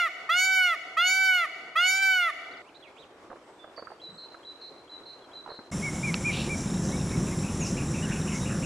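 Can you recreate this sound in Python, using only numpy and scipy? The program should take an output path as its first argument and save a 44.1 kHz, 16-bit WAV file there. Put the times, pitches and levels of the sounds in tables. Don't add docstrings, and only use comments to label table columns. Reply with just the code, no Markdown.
import sys
import numpy as np
from scipy import signal
from scipy.fft import rfft, irfft
from scipy.io import wavfile
from scipy.ndimage import uniform_filter1d

SR = 44100
rng = np.random.default_rng(int(sys.argv[2]) if len(sys.argv) > 2 else 0)


def magnitude_from_level(level_db):
    exponent = np.asarray(level_db, float) / 20
    return 10 ** exponent


def materialize(psi):
    bounded = np.clip(np.atleast_2d(psi).T, -1, 1)
    quanta = np.round(bounded * 32767).astype(np.int16)
    wavfile.write(sys.argv[1], SR, quanta)


N = 381465
CUT_ECHO_S, CUT_SCRUB_S = 2.62, 5.712


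# t/s after the start, level/dB (4 dB is added later), f/Hz, brightness/dB
CRY_RISE = [(0, -23, 590.4, -16), (0.013, -18.5, 660.6, -5.5), (.066, -19.5, 717, -3.5),
            (.105, -19.5, 739, 3), (.16, -21.5, 758, 6.5)]
# t/s left before slowing, level/dB (4 dB is added later), share of the drop to END_HZ,
# brightness/dB
CRY_FALL = [(0.174, -20, 0.019, 5), (.14, -18, 0.0616, 2), (0.089, -19.5, .19, 2.5), (.06, -22, .36, 1.5),
            (.022, -23.5, .6, -6), (0.002, -33.5, 1.09, 6)]


def contour(start, length, top_hz, top_db, slow):
    TOP_AT, END_HZ = 0.47, 590
    fall = [(length - left * slow, db, top_hz - drop * (top_hz - END_HZ), bright_db)
            for left, db, drop, bright_db in CRY_FALL]
    rows = np.array(CRY_RISE + [(TOP_AT * length, top_db, top_hz, 0)] + fall)
    times = start + np.maximum.accumulate(rows[:, 0])
    return np.column_stack([times, rows[:, 1:]])


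# level/dB, relative
BEAK_OPENING = [-19, 1, -4.5, -10, -17, -14.5, -16, -31, -22, -29, -34.5, -39, -38, -31, -50, -40, -38, -31,
                -50, -40, -48]
# level/dB, relative
BEAK_GAPING = [-14, -3, 4.5, -11, -13, -8.5, -15.5, -13, -11, -21, -24.5, -24.5, -23, -38, -33, -32, -27,
               -45, -27, -36, -27]
# level/dB, relative
BEAK_SHUTTING = [-13.5, 4, 2, -9.5, -20.5, -17, -23, -25, -24.5, -28.5, -31, -32.5, -49, -30, -38, -33, -33,
                 -38, -35, -38, -33]
# t/s, stretched in longer cries
BEAK_LEFT = (0.386, 0.344, 0.13)
# f/Hz, half width/Hz, level/dB (relative)
WINDPIPE_PEAKS = [(1350, 1040, 2), (2680, 103, -9.5), (2892, 180, 12.5), (3054, 34, -12), (3418, 125, 14.5),
                  (3630, 36, -6), (4190, 67, 1.5)]


def cry(rows):
    USUAL_S = 0.443
    ROUGH_ENDS, ROUGH_S = 10.3, 0.04
    BREATH_DB, BREATH_HZ = -46.5, (1200, 5860)
    SPILL_DB_PER_HZ = 0.0496
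    s, *columns = np.transpose(rows)
    t = np.arange(s[0], s[-1], 1 / SR)
    db, hz, bright_db = (uniform_filter1d(np.interp(t, s, c), size=n, mode="nearest")
                         for c, n in zip(columns, (300, 1000, 1000)))
    scale = max(s[-1] - s[0], USUAL_S) / USUAL_S
    beak = np.interp((t - s[-1]) / scale, -np.array(BEAK_LEFT), [0, 1, 2])
    rough = 1 + ROUGH_ENDS * (np.exp((s[0] - t) / ROUGH_S) + np.exp((t - s[-1]) / ROUGH_S))
    jitter = 0.0076 * rough * uniform_filter1d(rng.standard_normal(len(t)), size=200)
    turns = np.cumsum(hz * (1 + jitter)) / SR
    k = np.arange(1, len(BEAK_GAPING) + 1)[:, None]
    beak_db = np.array([np.interp(beak, [0, 1, 2], d)
                        for d in zip(BEAK_OPENING, BEAK_GAPING, BEAK_SHUTTING)])
    pipe_db = sum(d / (1 + 1j * (k * hz - f) / w) for f, w, d in WINDPIPE_PEAKS)
    lag = -np.log(10) / 20 * pipe_db.imag
    brightness = bright_db * np.clip(k - 4, 0, 2) / 2
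    levels = magnitude_from_level(beak_db + pipe_db.real + brightness)
    levels /= np.sqrt((levels ** 2).sum(0) / 2)
    slow = evened(uniform_filter1d(rng.standard_normal(levels.shape), size=1000))
    fast = evened(uniform_filter1d(rng.standard_normal(levels.shape), size=90))
    waver = magnitude_from_level((0.46 + 0.29 * np.minimum(k, 9)) * slow)
    waver *= magnitude_from_level(0.017 * k * np.sqrt(rough) * fast)
    phase = 2 * np.pi * k * turns + 1.6 + 1.34 * k - lag
    voice = (levels * waver * np.cos(phase)).sum(0)
    band = signal.butter(1, BREATH_HZ, "bandpass", fs=SR, output="sos")
    breath = evened(signal.sosfilt(band, rng.standard_normal(len(t))))
    voice += magnitude_from_level(BREATH_DB) * rough * breath
    edge = np.minimum(np.minimum(t - s[0], s[-1] - t) / 0.007, 1)
    spill = magnitude_from_level(SPILL_DB_PER_HZ * (hz.max() - hz))
    to_listener_and_trees = np.array([np.ones_like(spill), spill])
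    return magnitude_from_level(db + 4) * voice * edge * to_listener_and_trees


# t/s, length/s, top f/Hz, level/dB at the top (4 dB is added later), slowness of the fall
PEACOCK_CRIES = [ (-.37, .459, 760, -23, 1.2), (0.289, 0.47, 758, -21, 1.16), (0.967, 0.5, 762, -21, 1.2),
                 (1.754, 0.56, 776, -24.5, 1.65)]
# f/Hz, left minus right level/dB
CRY_SIDE_BALANCE = [(300, 0.5), (1400, -2), (2400, -2), (4400, 1.5), (15000, -2.5)]
# f/Hz, lead of the left/radians
CRY_LEFT_LEAD = [(1100, -0.14), (1640, 0.99), (2300, -1.12), (2800, 0.23), (3450, 0.39), (3800, -1.23),
                 (6500, 0.7)]


def peacock():
    both = np.zeros((2, SR + N))
    for row in PEACOCK_CRIES:
        add(both, 1 + row[0], cry(contour(*row)))
    dry, scattered = both
    far_echo = magnitude_from_level(-20.5) * echo(scattered, 1.0, 0.033)
    trunk_echo = magnitude_from_level(-23) * echo(scattered, 4.9, 0.012)
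    wet = (far_echo + trunk_echo)[:, SR:]
    spectrum, hz = rfft(dry[SR:]), np.fft.rfftfreq(N, 1 / SR)
    phase = np.exp(0.5j * np.array([[1], [-1]]) * read(CRY_LEFT_LEAD, hz))
    direct = irfft(spectrum * sides(read(CRY_SIDE_BALANCE, hz)) * phase, N)
    return (direct + wet) * (np.arange(N) < CUT_ECHO_S * SR)


# f/Hz, time to fall 60 dB/s (divided by the echo's speed)
TREE_RING = [(300, 1.7), (800, 2.2), (2000, 1.34), (4000, 1.25), (8000, 0.91), (15000, 0.48)]
# f/Hz, level/dB (relative)
LEAF_COLOUR = [(700, 3), (1200, -7.5), (1500, -11), (2000, 1), (2900, -2), (5000, 0.5)]


def echo(x, speed, gap_s):
    taps = np.zeros((2, 2 * SR))
    at = np.arange(round(gap_s * SR), 2 * SR - 20, 20)
    at = at + rng.integers(0, 20, (2, len(at)))
    np.put_along_axis(taps, at, rng.choice([-1., 1.], at.shape), 1)
    hz, t, z = signal.stft(taps, SR, nperseg=256)
    fading_db = read(LEAF_COLOUR, hz)[:, None] - 60 * speed * t / read(TREE_RING, hz)[:, None]
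    tail = signal.istft(alike(z) * magnitude_from_level(fading_db), SR, nperseg=256)[1]
    return signal.fftconvolve(x[None], tail / np.linalg.norm(tail[0]), axes=1)[:, :len(x)]


# t/s, level/dB (added to each note's)
BIRD_PHRASES = [(3.998, -49), (4.431, -49.5), (4.877, -51.5), (5.315, -50.5)]
# t/s after its start, length/s, held f/Hz,
# f above that at the onset/Hz, level/dB (added to the phrase's)
PHRASE_NOTES = [(0, 0.012, 3370, -300, -6), (.017, 0.019, 4000, -120, 1.5), (.034, 0.0665, 3960, 440, 7),
                (.176, 0.099, 4085, 334, 5)]


def songbird():
    song = np.zeros((2, N))
    for start, phrase_db in BIRD_PHRASES:
        for k, (s, length, hz, above_hz, db) in enumerate(PHRASE_NOTES):
            pitch = hz + above_hz * np.exp(-np.arange(0, length, 1 / SR) / 0.0057)
            trill = 0.56 * (k == len(PHRASE_NOTES) - 1)
            note = tone(pitch, db + phrase_db, trill, soft=0.28, wobble=0.09)
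            note = note * magnitude_from_level(-60 * np.arange(len(note)) / SR)
            add(song, start + s, note * sides(-1.1))
    return song


# t/s, length/s, first f/Hz, last f/Hz, level/dB
PARK_SLIDES = [(2.511, 0.019, 3780, 4730, -58.5), (2.535, 0.019, 4000, 3240, -59),
               (2.57, .016, 5200, 3900, -63), (2.64, 0.058, 1985, 3130, -63),
               (2.688, 0.0128, 3140, 2100, -60), (2.744, 0.0113, 3330, 4730, -60),
               (2.752, 0.0235, 3630, 4250, -54), (2.824, 0.018, 3300, 3450, -55),
               (3.589, 0.066, 3530, 3500, -58), (3.764, 0.0061, 4860, 4440, -52),
               (3.771, 0.037, 4580, 4550, -47.5), (5.218, 0.036, 3450, 3130, -65)]
# t/s, length/s, first f/Hz, middle f/Hz, last f/Hz, level/dB
PARK_BENDS = [(2.96, 0.091, 1800, 3850, 2300, -59), (2.832, .06, 3400, 2450, 2150, -58)]


def park_birds():
    birds = songbird()
    for s, *note in PARK_SLIDES:
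        add(birds, s, glide(*note) * sides(-7.5))
    for s, *note in PARK_BENDS:
        add(birds, s, whistle(*note, trill=0.74) * sides(-11.0))
    stir = 1 + 0.37 * evened(uniform_filter1d(rng.standard_normal(N), size=250))
    return birds + magnitude_from_level(-6.5) * stir * echo(birds.mean(0), 1.9, 0.0089)


# t/s, peak level/dB, centre f/Hz, count
SCUFF_HITS = [(3.3, -34, 560, 3), (3.356, -37, 590, 1), (3.641, -34, 575, 1), (3.676, -40.5, 624, 1),
              (3.777, -31.5, 590, 2), (3.823, -29.5, 557, 1), (3.87, -33, 1320, 1), (3.902, -35.5, 700, 2),
              (4.343, -39, 1350, 1), (5.46, -34, 590, 5), (5.54, -38, 479, 1), (5.589, -33.5, 370, 1)]


def scuffs():
    GAP_S, SPREAD = 0.014, 0.2
    out, muffle = np.zeros((2, N)), signal.butter(4, 1900, fs=SR, output="sos")
    t = np.arange(1500) / SR
    for s, db, centre_hz, count in SCUFF_HITS:
        for k in range(round(count)):
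            hz = centre_hz * np.exp(SPREAD * rng.standard_normal() * (count > 1.5))
            ticks = rng.standard_normal(1500) ** 3 * np.exp(-t / 0.0061) * np.minimum(t / 0.0011, 1)
            dull = evened(ring(ring(ticks, hz, 360), hz, 360))
            thud = evened(ring(ring(ticks, 990, 920), 990, 920))
            sound = signal.sosfilt(muffle, dull + 0.73 * thud)
            sound = magnitude_from_level(db) * sound / abs(sound).max()
            add(out, s + k * GAP_S, sound * sides(-hz / 130))
    return out


# t/s, length/s, f/Hz, width of each resonance/Hz, level/dB
PARK_BUZZES = [(3.41, 0.3, 8100, 500, -75), (4.1, 0.22, 7800, 500, -72.5), (4.08, 0.13, 170, 69, -52)]


def buzzes():
    out = np.zeros(N)
    for s, *shape in PARK_BUZZES:
        add(out, s, rustle(*shape))
    return out


# f/Hz, level/dB per Hz (relative)
PARK_AIR_COLOUR = [(20, -44), (70, -17.5), (200, -15), (340, -2), (600, -6.5), (1170, -10), (2000, -18.5),
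                   (2630, -21.5), (7500, -33), (10100, -40), (12500, -47), (15500, -71)]
# t/s, level/dB
PARK_AIR_LEVEL = [(0, -53), (2.6, -53), (5.7, -52)]


def park_air():
    t = np.arange(N) / SR
    return magnitude_from_level(np.interp(t, *np.transpose(PARK_AIR_LEVEL))) * hiss(PARK_AIR_COLOUR, 1.45, 1.0)


def levelled(x):
    power_db = 10 * np.log10(abs(uniform_filter1d((x ** 2).mean(0), size=400)) + 1e-12)
    fall = np.arange(N) * 140.0 / SR
    held_db = np.maximum.accumulate(power_db + fall) - fall
    over_db = np.maximum(held_db + 43.0, 0)
    return x / magnitude_from_level(0.24 * uniform_filter1d(over_db, size=200))


# t/s, length/s, top f/Hz, level/dB, #
# scoop time/s, share of pitch lost at the end
ARCHED_WHISTLES = [(5.715, 0.03, 2230, -45.5, 0.0038, 0.13), (5.813, 0.1, 2263, -33.5, 0.0088, 0.13),
                   (6.025, 0.048, 2540, -32, 0.012, 0.14), (6.062, 0.053, 2313, -32.5, 0.0016, 0.175),
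                   (6.235, 0.088, 2510, -28, 0.013, 0.22), (6.482, 0.079, 2386, -34.5, .008, 0.098),
                   (6.913, 0.059, 2415, -45.5, 0.0197, .1), (7.125, 0.037, 2300, -44.5, 0.0076, 0.08),
                   (7.308, .045, 2300, -47.5, .015, .14), (8.015, 0.055, 3200, -42.5, 0.016, .3)]
# t/s, length/s, first f/Hz, last f/Hz, level/dB
SCRUB_SLIDES = [(6.616, .013, 7300, 4840, -57), (6.826, .022, 7070, 4600, -50),
                (7.599, 0.045, 6900, 6400, -39.5), (7.628, 0.045, 6200, 5000, -42),
                (8.412, 0.042, 3840, 3780, -50)]
INSECT_TICKS = [6.675, 6.7, 6.74, 6.77, 6.886, 6.916, 6.965, 6.998, 7.012, 7.092, 7.114, 7.165, 7.388,
                7.882, 8.215]
# length/s, first f/Hz, middle f/Hz, last f/Hz
TICK_SHAPE = (0.008, 3550, 3800, 4000)


def near_callers():
    out = np.zeros(N)
    for s, *note in ARCHED_WHISTLES:
        add(out, s, arched(*note))
    for s, *note in SCRUB_SLIDES:
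        add(out, s, glide(*note))
    for s in INSECT_TICKS:
        add(out, s, whistle(*TICK_SHAPE, db=-49.0))
    return out + magnitude_from_level(-13) * echo(out, 2.5, 0.03)[0]


# t/s, level/dB of the first arch, count, top f/Hz before smoothing
FAR_RUNS = [(6.988, -54, 1, 2800), (7.099, -51, 2, 2650), (7.261, -50.5, 2, 2700), (7.432, -46.5, 2, 2930),
            (7.607, -44, 2, 2920), (7.767, -43.5, 2, 2900), (7.936, -44, 2, 2850), (8.109, -43.5, 2, 2880),
            (8.27, -44, 2, 2970), (8.453, -44.5, 2, 2950), (8.623, -43, 1, 2950)]


def far_bird():
    LENGTH_S, GAP_S, STEP_DB = 0.0284, 0.04, -4
    far = np.zeros(N)
    u = np.arange(0, 1, 1 / LENGTH_S / SR)
    for s, db, count, top_hz in FAR_RUNS:
        for k in range(round(count)):
            shares = [0.74, 1, 0.8] * (1 + 0.025 * rng.standard_normal(3))
            pitch = uniform_filter1d(np.interp(u, [0, 0.5, 1], shares), size=250, mode="nearest")
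            add(far, s + k * GAP_S, tone(top_hz * pitch, db + k * STEP_DB))
    return far + magnitude_from_level(-3) * echo(far, 6, 0.004)[0]


# f/Hz, level/dB at the start, time to fall 60 dB/s
TWIG_TONES = [(1300, -19, 0.0076), (2670, -11, 0.0064), (4160, -8.5, 0.0028)]


def twig_snap():
    SNAP_S = 6.1424
    out, t = np.zeros(N), np.arange(1500) / SR
    snap = sum(magnitude_from_level(db - 60 * t / t60) * np.sin(2 * np.pi * hz * t) for hz, db, t60 in TWIG_TONES)
    snap *= np.minimum(t / 0.00033, 1)
    add(out, SNAP_S, snap)
    add(out, SNAP_S + 0.003, 0.28 * snap)
    return out


# t/s, length/s, f/Hz, width of each resonance/Hz, level/dB
RUSTLES_AND_CALLS = [(6.287, 0.26, 2680, 600, -38.5), (6.303, 0.25, 3700, 1300, -40.5),
                     (6.552, 0.16, 5900, 1300, -45), (6.817, 0.15, 5940, 1200, -44),
                     (7.637, 0.15, 5900, 1300, -40.5), (8.324, 0.16, 6100, 1500, -43.5),
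                     (7.999, 0.33, 1570, 600, -44.5), (8.479, 0.16, 1520, 600, -44.5)]
# t/s, length/s, f/Hz, width of each resonance/Hz, level/dB
HOARSE_NOTE = [(8.3, .13, 2170, 200, -41.5)]


def rustles_and_fuzzy_calls():
    out = np.zeros(N)
    for s, *shape in RUSTLES_AND_CALLS + HOARSE_NOTE:
        add(out, s, rustle(*shape))
    return out


# f/Hz, level/dB per Hz (relative)
WIND_COLOUR = [(12, -49), (20, -51), (70, 2), (107, -9.5), (182, 4.5), (252, -9), (374, -8.5), (460, -25),
               (510, -12.5), (594, -29), (1200, -31.5), (1800, -70)]
# t/s, level/dB
WIND_GUSTS = [(5.72, -32.5), (6.5, -31), (7.2, -28.5), (7.7, -30), (8.65, -29)]


def wind():
    t = np.arange(N) / SR
    return magnitude_from_level(np.interp(t, *np.transpose(WIND_GUSTS))) * hiss(WIND_COLOUR, 0.62, 0.58)[0]


# f/Hz, level/dB per Hz (relative)
INSECT_COLOUR = [(290, -49), (500, -0.5), (1070, -3.5), (1850, -8.5), (2290, -12), (3430, -15),
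                 (3740, -12.5), (4640, -21.5), (5510, -3), (6650, -11.5), (7460, -2), (8130, -15),
                 (9940, -10), (11200, -28.5), (15500, -37.5)]


def insect_hiss():
    return magnitude_from_level(-40.5) * hiss(INSECT_COLOUR, 1.1, 0.4)[0]


def hiss(spectrum, patchy_db, flicker_db):
    frames, hz = N // 256 + 5, np.fft.rfftfreq(1024, 1 / SR)
    a, b, c, d, patches = rng.standard_normal((frames, 513, 5)).T
    patches = evened(uniform_filter1d(uniform_filter1d(patches, 10, 0), 12, 1))
    flicker = evened(uniform_filter1d(rng.standard_normal(frames), 6))
    z = alike(np.array([a + 1j * b, c + 1j * d]))
    z *= magnitude_from_level(read(spectrum, hz)[:, None] + patchy_db * patches + flicker_db * flicker)
    return evened(signal.istft(z, nperseg=1024, noverlap=768)[1][:, :N])


# f/Hz, likeness (1 = the same)
SIDE_LIKENESS = [(60, 1.0), (240, 1), (950, 0.9), (3770, 0.014), (15000, 1)]


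def alike(z):
    hz = np.linspace(0, SR / 2, z.shape[1])
    same = np.where(hz < 250, 1, np.clip(read(SIDE_LIKENESS, hz), -1, 1))[:, None]
    return np.array([z[0], same * z[0] + np.sqrt(1 - same ** 2) * z[1]])


def tone(hz, db, trill=0, soft=0.18, wobble=0.14):
    TRILL_HZ = 256.6
    drift = wobble * uniform_filter1d(rng.standard_normal((2, len(hz))), size=250)
    angle = 2 * np.pi * np.cumsum(hz * (1 + drift[0])) / SR
    trill_turns = TRILL_HZ * np.cumsum(1 + 12 * drift[1]) / SR
    throb = evened(np.exp(trill * np.cos(2 * np.pi * trill_turns)))
    edges = signal.windows.tukey(len(hz), np.clip(soft, 0, 1))
    return magnitude_from_level(db) * np.sqrt(2) * np.sin(angle) * throb * edges


def whistle(length, first_hz, middle_hz, last_hz, db, trill=0):
    u = np.linspace(0, 1, round(length * SR))
    bend = np.polyfit([0, 0.5, 1], [first_hz, middle_hz, last_hz], 2)
    return tone(np.polyval(bend, u), db, trill)


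def glide(length, first_hz, last_hz, db):
    return tone(np.linspace(first_hz, last_hz, round(length * SR)), db)


def arched(length, top_hz, db, scoop_s, droop):
    t = np.arange(0, length, 1 / SR)
    scoop = 0.241 * np.exp(-t / scoop_s)
    return tone(top_hz * (1 - scoop - droop * (t / length) ** 2.99), db, soft=0.66)


def rustle(length, hz, width, db):
    grains = rng.standard_normal(16000)[:round(length * SR)] ** 3
    u = np.linspace(0, 1, len(grains))
    swell = np.sin(np.pi * u ** 0.57) ** 2
    return magnitude_from_level(db) * evened(ring(ring(grains, hz, width), hz, width)) * swell


def ring(x, hz, width):
    pole = np.exp((2j * np.pi * hz - np.pi * width) / SR)
    return 2 * signal.lfilter([1 - abs(pole)], [1, -pole], x).real


def evened(x):
    return x / np.sqrt(np.mean(x ** 2) + 1e-20)


def read(points, hz):
    f, value = np.transpose(points)
    return np.interp(np.log(hz + 1), np.log(f + 1), value)


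def sides(pan_db):
    return magnitude_from_level(np.array([[0.5], [-0.5]]) * pan_db)


def add(mix, s, sound):
    part = mix[..., round(s * SR):][..., :sound.shape[-1]]
    part += sound[..., :part.shape[-1]]


def scene():
    park = levelled(peacock() + park_birds() + scuffs() + buzzes() + park_air())
    callers = near_callers() + far_bird()
    scrub = callers + twig_snap() + rustles_and_fuzzy_calls() + wind() + insect_hiss()
    fade = (np.arange(N) / SR - CUT_SCRUB_S) / 0.008
    return park * np.clip(-fade, 0, 1) + scrub * np.clip(fade, 0, 1)


def top_cut(x):
    return signal.sosfilt(signal.butter(12, 15670, fs=SR, output="sos"), x)


def record(dry):
    return top_cut(dry)


dry = scene()
out = record(dry)
materialize(out)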